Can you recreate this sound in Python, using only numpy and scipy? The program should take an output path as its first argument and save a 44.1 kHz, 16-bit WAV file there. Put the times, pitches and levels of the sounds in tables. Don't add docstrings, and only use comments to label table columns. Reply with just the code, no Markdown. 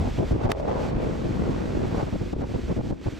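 import sys
import numpy as np
from scipy import signal
from scipy.io import wavfile
from scipy.ndimage import uniform_filter1d

SR = 44100
rng = np.random.default_rng(int(sys.argv[2]) if len(sys.argv) > 2 else 0)


def int16_out(signal):
    q = np.round(np.clip(np.atleast_2d(signal).T, -1, 1) * 32767)
    wavfile.write(sys.argv[1], SR, q.astype(np.int16))


N = 140679
TIME = np.arange(N) / SR
STEP = 20
CONTROL_TIME = TIME[::STEP]
BAND_EDGES = 18 * 2 ** (np.arange(26) * .4)
CENTRES = np.sqrt(BAND_EDGES[1:] * BAND_EDGES[:-1])
EVEN_S = 0.026


def port_wind():
    # time in seconds, level in dB.
    flow_levels = [(0, -39.5), (.29, -33.5), (.51, -29), (.54, -50), (.6, -33.5), (.8, -27.5), (1.03, -26),
                   (1.18, -31), (1.42, -27.5), (1.99, -29), (2.06, -41), (2.3, -42), (2.88, -44),
                   (3.19, -60)]
    # frequency in Hz, relative strength in dB.
    flow_tone = [(25, -25), (60, -7.5), (110, 0), (195, 2), (350, -2.5), (500, -7), (1100, -19),
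                 (4000, -41.5), (16000, -76)]
    # time in seconds, level in dB.
    rumble_levels = [(0, -29), (.55, -36), (1.45, -34), (2.1, -37), (2.85, -38.5), (2.97, -47), (3.19, -43)]
    # frequency in Hz, relative strength in dB.
    rumble_tone = [(20, -19), (48, 0.5), (85, -4), (2000, -79)]
    # frequency in Hz, likeness (1 is the same, 0 unrelated).
    likeness = [(110, 0.96), (200, 0.025), (450, -0.17), (2000, 0.099)]
    # frequency in Hz, left minus right in dB.
    balance = [(30, -2), (160, 2.5), (350, -0.5), (700, -1)]
    power = band_power(flow_tone, level(flow_levels)) + rush() + buffets()
    lump_db, patch_db = 2.5, 1.5
    lumps = from_db(lump_db * drift(rate_hz=107)) ** 2
    lumps /= uniform_filter1d(lumps, int(EVEN_S * SR / STEP))
    patches = np.array([rms_one(from_db(patch_db * drift(rate_hz=13.4))) for _ in CENTRES]) ** 2
    rumble = band_power(rumble_tone, level(rumble_levels))
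    return stereo_noise(power * lumps * patches + rumble, likeness, balance, evenness=0.84)


def rush():
    # time in seconds, level in dB.
    levels = [(.33, -47), (.41, -30.5), (.52, -30.5), (.54, -34), (.73, -30), (.84, -31.5), (.96, -40),
              (1.04, -33), (1.3, -37.5), (1.88, -41.5), (2.01, -29), (2.06, -40)]
    # frequency in Hz, relative strength in dB.
    tone = [(25, -27), (270, -14), (500, 0.5), (760, 2), (1050, -8.5), (1500, -15.5), (2100, -29),
            (6000, -39.5), (16000, -70)]
    octaves_per_db = 0.1122
    gain = level(levels)
    shift_octaves = octaves_per_db * 20 * np.log10(gain / gain.max())
    hz, db = np.transpose(tone)
    shifted_db = np.interp(np.log2(CENTRES)[:, None] - shift_octaves, np.log2(hz), db)
    share = from_db(shifted_db) ** 2 * np.diff(BAND_EDGES)[:, None]
    return share / share.sum(axis=0) * gain ** 2


def buffets():
    # middle and length in seconds, then thump, body and flutter levels in dB.
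    swirls = [ (0.016, 0.026, -27, -24.5, -32), (0.068, 0.052, -34, -27.5, -31),
              (0.206, 0.045, -31, -21, -32.5), (0.238, 0.02, -42, -25.5, -34.5),
              (.324, 0.025, -20, -20.5, -39), (0.355, 0.029, -26, -27, -35.5),
              (0.456, 0.025, -21, -21, -30), (0.497, 0.025, -30.5, -36, -28),
              (0.699, 0.047, -34, -45, -26.5), (0.966, 0.028, -27, -38, -56),
              (1.257, 0.019, -42, -23.5, -35), (1.305, 0.023, -48, -27.5, -50),
              (1.413, 0.033, -32, -26, -52), (1.49, 0.038, -37, -26, -39), (1.767, 0.055, -33, -27, -49),
              (1.837, 0.058, -44, -27, -53), (1.954, 0.057, -32.5, -27, -52),
              (2.033, 0.018, -24.5, -25.5, -32), (2.081, 0.025, -35, -28, -31.5),
              (2.147, 0.038, -29, -24, -36.5), (2.221, 0.034, -26.5, -28.5, -42),
              (2.269, 0.018, -34, -29, -49), (2.334, 0.013, -35, -26, -34), (2.366, 0.0076, -25, -24, -45),
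              (2.392, .018, -30, -27, -45), (2.427, 0.041, -32, -27.5, -32.5),
              (2.509, 0.034, -33, -32, -41), (2.555, 0.025, -29.5, -24.5, -32),
              (2.588, 0.026, -31, -29.5, -46.5), (2.647, 0.031, -32, -37, -63),
              (2.693, 0.02, -23, -24, -36), (2.718, 0.022, -30, -23, -31.5),
              (2.782, 0.034, -30, -23.5, -39.5), (2.809, 0.014, -27, -26, -35.5),
              (2.857, 0.042, -39, -29, -50), (2.915, 0.043, -32.5, -24.5, -39.5),
              (3.075, 0.025, -22.5, -24, -32.5), (3.133, 0.015, -37, -33, -54)]
    # frequency in Hz, relative strength in dB.
    thump = [(20, -4.5), (45, 2), (85, 2.5), (130, -6), (2000, -84)]
    body = [(40, -13), (125, 0), (200, -1.5), (370, -5.5), (600, -17), (5000, -93)]
    flutter = [(150, -5), (520, 3.5), (800, -2), (1200, -14), (5000, -41), (16000, -74)]
    middle, length, *part_levels = np.transpose(swirls)
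    steepness = 3.8
    swells = np.exp(-np.abs(2 * (CONTROL_TIME - middle[:, None]) / length[:, None]) ** steepness)
    return sum(band_power(tone, np.sqrt(from_db(db) ** 2 @ swells))
               for tone, db in zip((thump, body, flutter), part_levels))


def overload_choke(air):
    middle_s, length_s = .4861, .0055
    blocked = np.exp(-(2 * (TIME - middle_s) / length_s) ** 8)
    held = air[:, [int((middle_s - length_s / 2) * SR)]]
    return air * (1 - blocked) + held * blocked


def overload_crack():
    # start in seconds, height (plus or minus), right port's delay in seconds.
    snaps = [(0.5164, 0.26, 0.0009), (0.5185, -0.51, 0), (0.5196, -0.21, 0.0005)]
    rise_s, low_cut_hz = .000075, 140
    pulses = np.zeros((2, N))
    for start, height, delay in snaps:
        age = np.clip((TIME - start - np.array([[0], [delay]])) / rise_s, 0, 20)
        pulses += height * age * np.exp(1 - age)
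    low_cut = signal.butter(1, low_cut_hz, "high", fs=SR, output="sos")
    return signal.sosfilt(low_cut, pulses)


def tree_hiss():
    # time in seconds, level in dB.
    levels = [(.3, -45), (.39, -48.5), (.45, -45), (.487, -42), (.506, -25.5), (.515, -40), (.54, -47),
              (.74, -52), (.83, -44), (.95, -48.5), (1.9, -47.5), (2.0, -45), (2.08, -48.5)]
    # frequency in Hz, relative strength in dB.
    tone = [(20, -20), (300, 1.5), (2400, -1), (6600, -11.5), (8300, -18), (10000, -30), (12000, -26),
            (14000, -35), (16000, -68)]
    # frequency in Hz, likeness (1 is the same).
    likeness = [(1400, 1), (3000, 0.94)]
    # frequency in Hz, left minus right in dB.
    balance = [(500, -6), (2800, -2.5), (13000, 0.5)]
    # time and hold in seconds, depth in dB.
    dips = [(0.199, 0.03, 4.5), (0.333, 0.073, 5.5), (0.465, 0.027, 15), (0.53, .015, 13), (0.614, 0.02, 8),
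            (0.912, 0.052, 8.5), (2.342, .025, 9.5), (2.428, 0.011, 7.5), (2.787, 0.028, 7),
            (2.918, 0.071, 10.5)]
    fall_s, recover_s = 0.01, 0.055
    dip_db = np.max([
        np.interp(CONTROL_TIME, [at - fall_s, at, at + hold, at + hold + recover_s], [0, db, db, 0])
        for at, hold, db in dips], axis=0)
    flicker_db = .5 * drift(rate_hz=40.3)
    gain = level(levels) * from_db(flicker_db - dip_db)
    return stereo_noise(band_power(tone, gain), likeness, balance, evenness=0)


def stereo_noise(power, likeness, balance, evenness):
    noise, run_in = np.zeros((2, N)), SR // 2
    white = rng.standard_normal((2, 2, N + run_in))
    alike, pan_db = np.clip(per_band(likeness), -.99, .99), per_band(balance)
    for k in range(len(CENTRES)):
        band_pass = signal.butter(3, BAND_EDGES[k:k + 2], "band", fs=SR, output="sos")
        mid, side = signal.sosfilt(band_pass, white[k % 2])[:, run_in:]
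        band = np.sqrt(1 + alike[k]) * mid + np.sqrt(1 - alike[k]) * np.array([side, -side])
        if evenness:
            recent_power = uniform_filter1d(np.mean(band ** 2, axis=0), int(EVEN_S * SR))
            band /= (recent_power + 1e-18) ** (evenness / 2)
        pan = rms_one(from_db([[pan_db[k] / 2], [-pan_db[k] / 2]]))
        noise += rms_one(band) * pan * np.interp(TIME, CONTROL_TIME, np.sqrt(power[k]))
    return noise


def band_power(tone, gain):
    share = from_db(per_band(tone)) ** 2 * np.diff(BAND_EDGES)
    return np.outer(share / share.sum(), gain ** 2)


def per_band(rows):
    hz, value = np.transpose(rows)
    return np.interp(np.log(CENTRES), np.log(hz), value)


def level(rows):
    return from_db(np.interp(CONTROL_TIME, *np.transpose(rows)))


def drift(rate_hz):
    memory = np.exp(-2 * np.pi * rate_hz * STEP / SR)
    count = len(CONTROL_TIME)
    wobble = signal.lfilter([1], [1, -2 * memory, memory ** 2], rng.standard_normal(2 * count))
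    return rms_one(wobble[count:])


def from_db(db):
    return 10 ** (np.asarray(db) / 20)


def rms_one(x):
    return x / np.sqrt(np.mean(x ** 2) + 1e-20)


def scene():
    return overload_choke(port_wind() + tree_hiss()) + overload_crack()


def record(dry):
    ceiling, cutoff_hz = .7, 17500
    rounded = ceiling * np.tanh(dry / ceiling)
    return signal.sosfilt(signal.cheby2(12, 70, cutoff_hz, fs=SR, output="sos"), rounded)


dry = scene()
out = record(dry)
int16_out(out)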